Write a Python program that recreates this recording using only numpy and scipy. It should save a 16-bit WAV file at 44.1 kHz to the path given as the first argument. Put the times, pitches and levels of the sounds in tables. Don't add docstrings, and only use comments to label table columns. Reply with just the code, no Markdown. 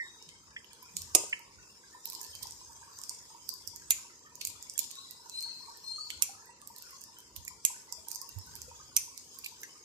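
import sys
import numpy as np
from scipy import signal
from scipy.io import wavfile
from scipy.ndimage import uniform_filter1d

SR = 44100
rng = np.random.default_rng(int(sys.argv[2]) if len(sys.argv) > 2 else 0)


def persist_wave(psi):
    counts = np.round(np.clip(psi, -1, 1) * 32767).astype(np.int16)
    wavfile.write(sys.argv[1], SR, np.atleast_2d(counts).T)


def nominal_scale(level):
    x = np.asarray(level, float) / 20
    return 10 ** x


N = 433944
LEFT_LAG = 8
LEAD_MS = 8


def evened(x):
    return x / np.sqrt(np.mean(x ** 2) + 1e-20)


def read(points, hz):
    f, value = np.transpose(points)
    return np.interp(np.log(hz + 1), np.log(f + 1), value)


def level_curve(rows):
    s, db = np.transpose(rows)
    return np.interp(np.arange(N) / SR, s, db)


def add(mix, s, sound):
    part = mix[..., round(s * SR):][..., :sound.shape[-1]]
    part += sound[..., :part.shape[-1]]


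def panned(pan_db):
    return nominal_scale(np.array([[pan_db / 2], [-pan_db / 2]]))


def causal(gain_db):
    log_gain = np.log(nominal_scale(np.maximum(gain_db, -100)))
    full = np.concatenate([log_gain, log_gain[-2:0:-1]])
    return np.fft.ifft(np.exp(np.conj(signal.hilbert(full)))).real


def ringing(modes, seconds, apart):
    t = np.arange(round(seconds * SR)) / SR
    out = np.zeros((2, len(t)))
    for hz, db, t60 in modes:
        phase = rng.random() + apart * rng.random((2, 1))
        out += nominal_scale(db - 60 * t / t60) * np.sin(2 * np.pi * (hz * t + phase))
    return out * np.minimum(t / 0.00027, 1) / abs(out).max()


def noise(colour, same, size, patchy_db):
    frames, hz = 4 * N // size + 5, np.fft.rfftfreq(size, 1 / SR)
    a, b, c, d, patches = rng.standard_normal((frames, len(hz), 5)).T
    patches = evened(uniform_filter1d(uniform_filter1d(patches, 8, 0), 10, 1))
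    like = np.clip(read(same, hz), -1, 1)[:, None]
    left = a + 1j * b
    right = like * left + np.sqrt(1 - like ** 2) * (c + 1j * d)
    z = np.array([left, right]) * nominal_scale(read(colour, hz)[:, None] + patchy_db * patches)
    return evened(signal.istft(z, nperseg=size, noverlap=size * 3 // 4)[1][:, :N])


def click(peak_db, low_db, high_db, pan_db, colour, bounce_ms, shadow_db, lead_in_db, settle_db, first, ring_db):
    hz = np.fft.rfftfreq(1024, 1 / SR)
    ms = 1000 * np.arange(1300) / SR - LEAD_MS - 2 / 3
    rise = np.clip(ms / 0.25, 0, 1) ** 2
    swell = rise * (np.exp(-abs(ms) / bounce_ms) + nominal_scale(settle_db) * np.exp(-abs(ms) / 8.2))
    lead_in = nominal_scale(lead_in_db) * np.exp(-abs(ms) / 3.0) * (ms < 0)
    hits, hiss = rng.standard_normal((2, 2, 1300))
    blow = first * (np.arange(1300) == np.argmax(rise))
    shared, own = hits * abs(hits) * swell + blow + hiss * lead_in

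    ring_hz = 5000 * np.exp(0.3 * hiss[0, -1])
    tilt_db = np.interp(hz, [3000, 4800, 8500, 11000], [low_db, 0, 0, high_db])
    tilt_db = tilt_db + ring_db * np.exp(-((hz - ring_hz) / 450) ** 2)
    body_db = read(colour, hz) + tilt_db
    left = np.convolve(0.68 * shared + 0.68 * own, causal(body_db - shadow_db * hz / 15000))
    right = np.convolve(shared, causal(body_db))
    pair = np.array([np.roll(left, LEFT_LAG) / abs(left).max(), right / abs(right).max()])
    return nominal_scale(peak_db + max(high_db, 0)) * panned(pan_db) * pair


def bubble(hz, glide, life):
    t = np.arange(3000) / SR
    return np.sin(2 * np.pi * hz * t * (1 + glide * t)) * t / life * np.exp(1 - t / life)


def knocks():
    # t/s, peak/dB, f/Hz, width/Hz, t60/s
    knock_rows = [
        (.0, -46, 1945, 336, 0.17),
        (0.054, -65, 1830, 400, 0.14),
        (.562, -51, 1900, 400, 0.049),
        (.564, -54.5, 2670, 1480, 0.062),
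        (1.327, -38.5, 2406, 1460, 0.046),
        (6.102, -50, 2530, 1200, 0.037),
        (7.477, -51.5, 2170, 476, 0.029),
        (9.438, -58, 2570, 500, 0.08),
        (9.46, -46, 2480, 500, 0.03),
        (9.63, -56, 1860, 600, 0.11),
    ]
    out, t = np.zeros(N), np.arange(6000) / SR
    for s, db, hz, width_hz, t60 in knock_rows:
        place, phase = rng.random((2, 24, 1))
        mode_hz = hz + width_hz * ((np.arange(24)[:, None] + place) / 24 - 1 / 2)
        ring = np.sin(2 * np.pi * (mode_hz * t + phase)).sum(0) * nominal_scale(-60 * t / t60)
        add(out, s, nominal_scale(db) * ring * np.minimum(t * 800, 1) / abs(ring).max())
    return out


def trickle():
    # t/s, level/dB
    flow = [(0.0, -74), (0.41, -88), (0.76, -77.5), (1.4, -73), (1.67, -90), (1.94, -84), (2.11, -71),
            (3.4, -80), (5.51, -78.5), (5.64, -70), (5.97, -83), (8.19, -75), (9.84, -89)]
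    # t/s, peak/dB, f/Hz
    large_rows = [(1.101, -62, 1145), (1.947, -53.5, 982), (2.13, -60.5, 996), (2.816, -59.5, 988),
                  (2.876, -58, 1120), (3.109, -56.5, 972), (3.346, -54, 945), (5.259, -54.5, 950),
                  (5.686, -52, 946), (5.981, -50, 1216), (6.29, -56.5, 778), (6.491, -55.5, 943),
                  (6.701, -54.5, 923), (7.698, -55, 980), (7.922, -54, 940), (8.158, -57, 952),
                  (8.217, -57, 1055), (8.712, -53, 937), (9.077, -60, 960), (9.52, -61.5, 956)]
    # t/s, peak/dB, f/Hz
    stray_rows = [(2.21, -62, 1690), (2.25, -65, 1740), (2.33, -58, 3130), (2.345, -63, 3100),
                  (2.415, -65, 3160), (2.44, -63, 3250), (4.5, -60, 2404), (4.515, -69, 2440),
                  (4.56, -64.5, 3400), (4.61, -66.5, 3580), (4.64, -68, 3480), (4.81, -59, 3500),
                  (1.584, -61.5, 1446), (6.621, -59.5, 1160), (7.98, -65.5, 643), (8.678, -60.5, 500),
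                  (8.798, -58, 1210)]
    small, high, large = np.zeros((3, 2, N))
    for when, size, side, spread, glide, life in rng.random((600, 6)):
        hz = 950 + 90 * (spread - 0.5) + 160 * spread ** 8
        pop = bubble(hz, 0.5 * glide, 0.0019 + 0.0049 * life)
        level = nominal_scale(-7 * np.log(1 - 0.98 * size))
        add(small, when * N / SR, level * panned(12 * (side - 0.5)) * pop)
    for when, size, side, spread, glide, life in rng.random((500, 6)):
        pop = bubble(1100 * 3.1 ** spread, 1.64 * glide, 0.00099 + 0.004 * life)
        level = nominal_scale(-5.5 * np.log(1 - 0.95 * size))
        add(high, when * N / SR, level * panned(12 * (side - 0.5)) * pop)
    for s, db, hz in large_rows + stray_rows:
        add(large, s, nominal_scale(db + 5.0) * panned(rng.uniform(-9.5, 6.4)) * bubble(hz, glide=0.74, life=0.0045))

    power = (small ** 2).mean(0)
    crowding = np.sqrt(uniform_filter1d(power, size=12000) + 0.036 * np.mean(power))
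    return nominal_scale(level_curve(flow) + 9.0) * small / crowding + nominal_scale(-71.5) * evened(high) + large


def rubbing():
    # t/s, level/dB
    rub_rows = [(0.0, -62.5), (0.66, -65), (1.18, -56.5), (1.4, -63.5), (2.03, -60.5), (2.08, -53),
                (2.74, -58.5), (3.83, -59), (4.3, -64.5), (4.63, -59.5), (6.0, -58), (6.63, -65.5),
                (6.88, -56.5), (7.26, -63.5), (8.52, -57.5), (8.82, -60.5), (9.34, -58.5), (9.84, -61)]
    # f/Hz, level/dB
    rub_colour = [(1760, -17), (3000, -18.5), (3860, -14.5), (3970, -12.5), (4130, -17.5), (5250, -1),
                  (5650, -6), (6680, -2), (11000, -12.5), (14300, -2.5), (14500, -66)]
    body_db = level_curve(rub_rows)
    sheen_db = -72 + 1.6 * (body_db - body_db.mean())
    specks = nominal_scale(3.5 * np.minimum(rng.exponential(1, N), 4)) * (rng.random(N) < 160 / SR)
    grain = 1 + 0.16 * np.convolve(specks, np.exp(-np.arange(200) / 370.0))[:N]
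    bed = evened(grain * noise(rub_colour, [(3000, 0.023), (9000, 0.00208)], size=1024, patchy_db=4.5))
    body = signal.sosfiltfilt(signal.butter(4, 9500, fs=SR, output="sos"), bed)
    sheen = evened(bed - body)
    return nominal_scale(body_db + 3.5) * panned(1.0) * evened(body) + nominal_scale(sheen_db + 3.0) * panned(0.59) * sheen


def shaking():
    # t/s of the strongest moment, level/dB, fade/(dB per s)
    shake_rows = [
        (.35, -66, 45.5),
        (1.01, -54, 78.5),
        (1.59, -59.5, 133.5),
        (2.38, -61.5, 20),
        (3.7, -62.5, 28),
        (4.47, -71, 32),
        (6.16, -66, 68),
        (7.4, -61, 62),
        (8.36, -57, 33),
        (8.5, -59, 28),
    ]
    t = np.arange(N) / SR
    level = nominal_scale(-75)
    for s, db, fade_db in shake_rows:
        slope_db = np.where(t < s, 175, fade_db)
        level = level + nominal_scale(db - slope_db * abs(t - s))
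    return level


def rumble():
    # f/Hz, level/dB
    rumble_colour = [(12, -29), (20, -61.5), (52, -3), (97, -10), (166, -16), (211, -29.5), (268, -18.5),
                     (300, -52), (390, -58), (660, -120)]
    # t/s, peak/dB, f/Hz, left-right/dB
    thump_rows = [
        (0.267, -50.5, 160, 6),
        (0.941, -47.5, 183, 13),
        (2.286, -47, 79, -1),
        (3.672, -52, 92.5, 12),
        (4.473, -48, 98, 1),
        (6.156, -44, 78, 0),
        (7.371, -53.5, 78, -36),
        (7.979, -55, 76.6, -10),
        (8.36, -39.5, 97, -32),
    ]
    shudder = noise(rumble_colour, [(30, 0.77), (300, 0.68)], size=2048, patchy_db=1.1)
    out = shaking() * nominal_scale(-2.5) * panned(-1.9) * shudder
    for s, peak_db, hz, side_db in thump_rows:
        level = nominal_scale(peak_db - 9.5 + 0.039 * abs(side_db))
        add(out, s, level * panned(side_db) * bubble(hz, glide=0, life=0.013))
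    return out


def room_air():
    # f/Hz, level/dB
    air_colour = [(15, -46), (25, 5.5), (79, -3.5), (459, 0.5), (704, -13.5), (969, -0.5), (1530, -16.5),
                  (3310, -24), (4210, -17.5), (5070, -2), (5650, -33), (6450, -10), (11300, -11),
                  (13300, -41), (14300, -21), (14550, -52.5)]
    # f/Hz, share
    air_likeness = [(60, 0.94), (300, 1), (650, 0.97), (1400, 1), (3000, 0.062)]
    return nominal_scale(-64) * noise(air_colour, air_likeness, size=2048, patchy_db=2.0)


def squeaks():
    # t/s, length/s, from f/Hz, to f/Hz, level/dB
    squeak_rows = [
        (0.018, 0.09, 3705, 3820, -56.5),
        (4.918, 0.13, 3746, 4160, -53.5),
        (5.313, 0.18, 4046, 4380, -42),
        (5.831, .25, 4178, 4520, -46),
    ]
    # multiple of the pitch, level/dB
    overtone_rows = [(2, -2), (3, -15)]
    out = np.zeros(N)
    for s, length, from_hz, to_hz, db in squeak_rows:
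        t = np.arange(0, length, 1 / SR)
        waver = 1 + 0.007 * evened(uniform_filter1d(rng.standard_normal(12000), 160))[:len(t)]
        slide = (1 + np.tanh((t / length - 0.55) / 0.2004)) / 2
        turn = 2 * np.pi * np.cumsum((from_hz + (to_hz - from_hz) * slide) * waver) / SR
        overtones = sum(nominal_scale(over_db) * np.sin(k * turn) for k, over_db in overtone_rows)
        tone = np.sin(turn) + nominal_scale(-60 * t / 1.0) * overtones
        flutter_db = 4 * evened(uniform_filter1d(rng.standard_normal(12000), 500))[:len(t)]
        level_db = db + np.interp(t, [0, 0.047, length], [-12.5, 0, -14]) + flutter_db
        add(out, s, nominal_scale(level_db + 9.0) * tone * signal.windows.tukey(len(t), 0.1))
    return out


def crackles():
    # t/s, peak/dB, low tilt/dB, high tilt/dB
    strong_rows = [(0.967, -18, -16.5, -9.5), (1.018, -27, -11, 0), (2.055, -26.5, -13, 17.5),
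                   (2.0993, -21, -19.5, 5), (2.1497, -29, -18, -10.5), (2.425, -33.5, -24.5, -12),
                   (3.0934, -23, -46, -20), (3.4901, -18.5, -24.5, 5), (3.6743, -25.5, -68.5, -7),
                   (4.411, -29.5, -16, -18), (4.4501, -17, -27, -6.5), (4.4714, -21, -17, 4),
                   (4.6966, -29.5, -71, -26), (4.7908, -10, -15, 7.5), (5.2962, -27.5, -27, -10),
                   (5.4068, -26.5, -24, -10), (6.1027, -25, -9.5, -12), (6.6734, -27.5, -29, 2),
                   (7.3628, -24.5, -14, 4), (7.479, -25.5, -32, -0.5), (7.924, -24.5, -103, -13),
                   (8.084, -23.5, -29, 3.5), (8.1036, -33.5, -35.5, -8), (8.115, -23.5, -36.5, -2),
                   (8.215, -25, -60, -1), (8.617, -25.5, -25, -12), (9.176, -31.5, -25, -11),
                   (9.3872, -27.5, -40, 4.5), (9.462, -24, -14, 1), (9.633, -29, -17.5, -9)]
    # t/s, peak/dB, low tilt/dB, high tilt/dB
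    tick_rows = [(0.2245, -37.5, -13, -29), (0.2892, -38.5, 0.5, -38), (0.6439, -45, 5, -18),
                 (0.7313, -38, -30, -20.5), (0.827, -35.5, -35, -1.5), (1.296, -35.5, -15, -20),
                 (1.3922, -38.5, -28, -10), (2.3511, -30.5, -15.5, -21.5), (2.4696, -31.5, -29.5, -20),
                 (2.9868, -34.5, -28, -30.5), (3.015, -31, -19.5, -20), (3.0356, -30.5, -19, -30),
                 (3.1462, -39, -33.5, -47), (3.5384, -28, -30, -8.5), (3.7599, -30.5, -22.5, -19),
                 (4.1964, -54, -23.5, -13), (4.354, -33, -25, -13), (4.4992, -35, -18, -24),
                 (4.6254, -31.5, -45, -26.5), (4.645, -45, -32, -20), (4.7367, -38, -32, -15),
                 (4.907, -35, -5, -24), (4.9117, -32, -9, -21), (4.9537, -36, -9, -20),
                 (5.1088, -26.5, -28, -12.5), (5.4246, -30.5, -23, -23), (5.7718, -36.5, -9.5, -6),
                 (6.4567, -44, -17.5, -6), (6.6156, -40, -10.5, -27), (6.762, -33, -16, -13),
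                 (6.783, -32, -23.5, -12), (6.8223, -32.5, -18.5, -5), (6.907, -34.5, -26, -7),
                 (7.01, -38, -16, -7.5), (7.015, -32, -43, -15), (7.0377, -29, -32, -7),
                 (7.1856, -35.5, -34, -12), (7.2027, -39.5, -19, -15), (7.4498, -29, -30, -20),
                 (8.2906, -32.5, -31, -12), (8.3858, -35, -13, -5.5), (8.4634, -48, -27, 2.5),
                 (8.5532, -28.5, -38, -14), (8.562, -32, -7, -6), (9.3302, -49.5, -15, -15),
                 (9.3454, -38, -21, -12), (9.6064, -44, -29.5, -4), (9.616, -39, -31, 1.5),
                 (2.0674, -36, -21.5, -6.5), (2.0736, -30.5, -17.5, -13), (2.1216, -33, -7.5, -14),
                   (2.1314, -31, -13.5, -3), (2.1426, -32.5, -23, -4.5), (2.2134, -28.5, -19, -8),
                   (2.2303, -29.5, -25, -20), (2.24, -32, -17, -21), (2.2464, -34, -7, -12),
                   (2.2652, -36, -9, -20), (2.4272, -30.5, -17, -15), (2.4292, -26, -16, -17.5),
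                   (2.432, -30.5, -12, -13), (4.4139, -28.5, -1.5, -31), (4.452, -29, -20.5, -17.5),
                   (4.478, -37.5, -20, -13), (4.5014, -38, -3, -20), (9.4468, -32.5, -12, -21),
                   (2.5024, -42, -21, -21), (2.508, -31, -22, -25), (2.5212, -35.5, -18, -21),
                   (4.4754, -36, -7, -18), (4.8034, -38, -24, 3), (4.831, -33.5, -8.5, -26.5),
                   (4.8413, -32.5, -14, -31.5), (4.8454, -38, -7, -20), (8.129, -32, -26, -11.5),
                   (8.1474, -30, -39, -12.5), (8.157, -24.5, -36, -19.5), (8.1624, -35, -29, -18),
                   (9.4437, -27, -6.5, -17), (9.4524, -42, -24, -10), (9.4578, -42.5, -26, -22)]
    # f/Hz, level/dB
    film_colour = [(530, -30.5), (900, -24.5), (1160, -33.5), (1970, -27.5), (2350, -10.5), (3220, -10.5),
                   (5520, -9.5), (10300, -5), (11300, -6.5), (12700, 2), (14800, -4)]
    light_rows = [(s, db, low_db - 6.5, high_db + 13) for s, db, low_db, high_db in tick_rows]
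    out = np.zeros((2, N))
    for s, db, low_db, high_db in strong_rows + light_rows:
        pan_db = -2.0 - 0.043 * high_db
        snap = click(db + 6.5, 1.184 * low_db + 14.0, 0.68 * high_db - 5.0, pan_db, film_colour,
                     bounce_ms=0.6, shadow_db=-18.0, lead_in_db=-17.5, settle_db=-22, first=1.2, ring_db=9.0)
        add(out, s - LEAD_MS / 1000, snap)
    return out


def relays():
    # t/s, peak/dB, high tilt/dB, left-right/dB, bounce/ms
    snap_rows = [
        (1.1489, -6, -30.5, -5, 3.5),
        (3.9062, -5, 1.5, -3, 0.3),
        (4.778, -24.5, -18.5, -14, 0.7),
        (6.222, -6.5, 9, -3, 0.52),
        (7.65, -9.5, -15, -6.5, 1),
        (8.9647, -10, -16, -9, 0.4),
    ]
    # f/Hz, level/dB
    snap_colour = [(240, -79), (400, -20.5), (1760, -16.5), (2380, -1.5), (4400, -13.5), (5400, -11),
                   (6300, -0.5), (7260, 2), (7710, -3.5), (9240, 3.5), (10100, 1.5), (10900, 2),
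                   (11800, 11), (13100, 7), (13700, 12.5), (14800, -18)]
    # f/Hz, level/dB, t60/s
    case_modes = [(2268, -6.5, .17), (2540, -0.5, 0.12), (2685, -6.5, 0.13), (3320, -5.5, 0.058),
                  (5850, -8.5, 0.021), (5840, -15.5, 0.012), (7270, -38, 0.099), (7800, 2.5, 0.13),
                  (7500, -15, .05), (7380, 16.5, 0.042), (10440, 8, 0.048), (11700, -15, 0.033)]
    # f/Hz, level/dB, t60/s
    board_modes = [(324, -2, 0.08), (400, -5.5, 0.19), (463, -6.5, 0.099), (558, 3, 0.053),
                   (620, -4.5, 0.094), (740, -11.5, 0.096), (790, -7.5, 0.13), (940, -11.5, 0.14),
                   (980, -6.5, 0.25), (1205, -11, 0.27), (1250, -21.5, 0.092)]
    # t/s, peak/dB
    blow_rows = [
        (1.1494, -21.5),
        (1.159, -31),
        (1.181, -35),
        (1.2, -34),
        (1.236, -36.5),
    ]
    out = np.zeros((2, N))
    for s, db, high_db, pan_db, bounce_ms in snap_rows:
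        snap = click(db + 5.0, high_db / 10 - 6, 0.27 * high_db - 8.0, pan_db, snap_colour,
                     np.clip(bounce_ms, 1 / 4, 4), shadow_db=15.5, lead_in_db=-22.5, settle_db=-14.5,
                     first=5, ring_db=5.5)
        add(out, s - LEAD_MS / 1000, snap)
        case = [(hz * rng.uniform(0.93, 1.05), level_db, t60) for hz, level_db, t60 in case_modes * 3]
        add(out, s + 0.0012, nominal_scale(db - 12.0) * panned(1.6) * ringing(case, 0.092, apart=0.47))
    for s, db in blow_rows:
        board = [(hz * rng.uniform(0.93, 1.04), level_db + rng.uniform(-6, 6), 0.71 * t60)
                 for hz, level_db, t60 in board_modes]
        add(out, s, nominal_scale(db) * ringing(board, 0.2, apart=0.43))
    return out


def springs():
    # t/s, peak/dB, f/Hz, t60/s
    ping_rows = [(1.1496, -10.5, 9650, 0.0078), (1.155, -20, 9500, .03), (1.1515, -21, 7800, .015),
                 (1.166, -22, 6750, .03), (3.924, -29, 7270, 0.052), (6.2292, -26.5, 7440, 0.006),
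                 (6.236, -35, 6700, 0.034), (7.6535, -19, 7500, 0.027), (7.657, -21, 6640, 0.027),
                 (7.684, -30, 7160, .03), (4.7786, -17, 8700, .008), (8.983, -39, 6470, 0.026),
                 (3.9071, -7.5, 13400, 0.0046), (3.908, -24, 7000, 0.01), (3.9115, -16, 7100, 0.018),
                 (3.92, -15, 6780, 0.013), (6.2223, -12.5, 12920, 0.0077), (6.2228, -6.5, 6020, 0.0049),
                 (6.231, -30, 7440, .02), (6.2345, -21, 12460, .012), (7.6508, -11.5, 11070, 0.014),
                 (7.651, -12, 8040, 0.015), (7.663, -17, 12380, 0.011), (8.9661, -7.5, 5860, 0.009),
                 (8.9657, -5, 12860, .009), (8.967, -8, 9270, 0.0083), (8.9734, -11, 6220, 0.011)]
    rise_s = 0.00033
    out, t = np.zeros((2, N)), np.arange(2000) / SR
    for s, db, hz, t60 in ping_rows:
        tone = np.sin(2 * np.pi * (hz * t + rng.random((2, 1))))
        ping = tone * nominal_scale(db - 60 * t / t60) * (1 - np.exp(-t / rise_s))
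        add(out, s - rise_s, panned(-1.5 * (hz / 13000) ** 2) * ping)
    return out


def room(x, decays):
    taps = np.zeros((2, SR))
    at = np.arange(160, SR - 20, 20) + rng.integers(0, 20, (2, (SR - 161) // 20))
    np.put_along_axis(taps, at, rng.choice([-1., 1.], at.shape), 1)
    hz, t, z = signal.stft(taps, SR, nperseg=256)
    tail = signal.istft(z * nominal_scale(-60 * t / read(decays, hz)[:, None]), SR, nperseg=256)[1]
    return signal.fftconvolve(x, tail / np.linalg.norm(tail[0]), axes=1)[:, :N]


def scene():
    # f/Hz, t60/s
    bench_decay = [(300, 0.47), (800, 0.35), (2100, 0.43), (5500, 0.45), (12000, 0.38), (14200, 0.14),
                   (14600, 0.02)]
    # f/Hz, t60/s
    hall_decay = [(900, 0.4), (2000, 0.57), (4200, 0.93), (8400, 0.43), (12600, 0.61)]
    knock, water, squeak = knocks(), trickle(), squeaks()
    film, snaps = crackles(), relays() + springs()
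    around = nominal_scale(-3.5) * squeak * panned(1.6) + nominal_scale(20.5) * knock + nominal_scale(3.0) * water + room_air()
    around[0] = np.roll(around[0], LEFT_LAG)

    to_walls = nominal_scale(-12.0) * snaps[::-1] + nominal_scale(-7) * film[::-1] + nominal_scale(3.0) * knock + water
    echoes = room(to_walls, bench_decay) + room(nominal_scale(-4.0) * squeak * panned(0.86), hall_decay)
    return snaps + film + rubbing() + around + echoes + rumble()


def gate(z, hz):
    # f/Hz, level over the usual floor/dB
    gate_edge = [(900, -14), (1600, -5), (2600, -4.5), (3400, -3), (4200, -2), (4900, -7), (7500, -6),
                 (10500, 1), (12500, -1), (14350, -4), (14550, 14), (14900, 24)]
    power = uniform_filter1d(uniform_filter1d((abs(z) ** 2).mean(0), size=4, axis=0), size=4, axis=1)
    level_db = 10 * np.log10(abs(power) + 1e-20)
    usual_db = uniform_filter1d(np.percentile(level_db, 15, axis=1), size=41)
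    around_db = 10 * np.log10(abs(uniform_filter1d(power, size=81, axis=0)) + 1e-20)
    masked_db = around_db - 21 - 20 * (hz < 1500)[:, None]
    whistle_db = level_db[(hz > 3900) & (hz < 4700)].max(0) - 36 - 100 * (hz < 9300)[:, None]
    masked_db = np.maximum(masked_db, whistle_db)
    edge_db = np.maximum((usual_db + read(gate_edge, hz))[:, None], masked_db)
    return z * nominal_scale(-70 / (1 + np.exp(np.clip((level_db - edge_db) / 0.4, -30, 30))))


def roll_off(x):
    return signal.sosfilt(signal.butter(12, 14910, fs=SR, output="sos"), x)


def record(dry):
    # f/Hz, level/dB
    left_port = [(500, 0), (2300, -3), (4200, 4), (8000, -2.5), (14000, -18)]
    hz, _, z = signal.stft(dry, SR, nperseg=2048, noverlap=1536)
    ports_db = np.array([read(left_port, hz), 0 * hz]) - 43.0 * np.exp(-(hz / 40) ** 4)
    kept = gate(z * nominal_scale(ports_db)[:, :, None], hz)
    gated = signal.istft(kept, SR, nperseg=2048, noverlap=1536)[1][:, :N]
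    return roll_off(np.clip(gated, -1, 1))


dry = scene()
out = record(dry)
persist_wave(out)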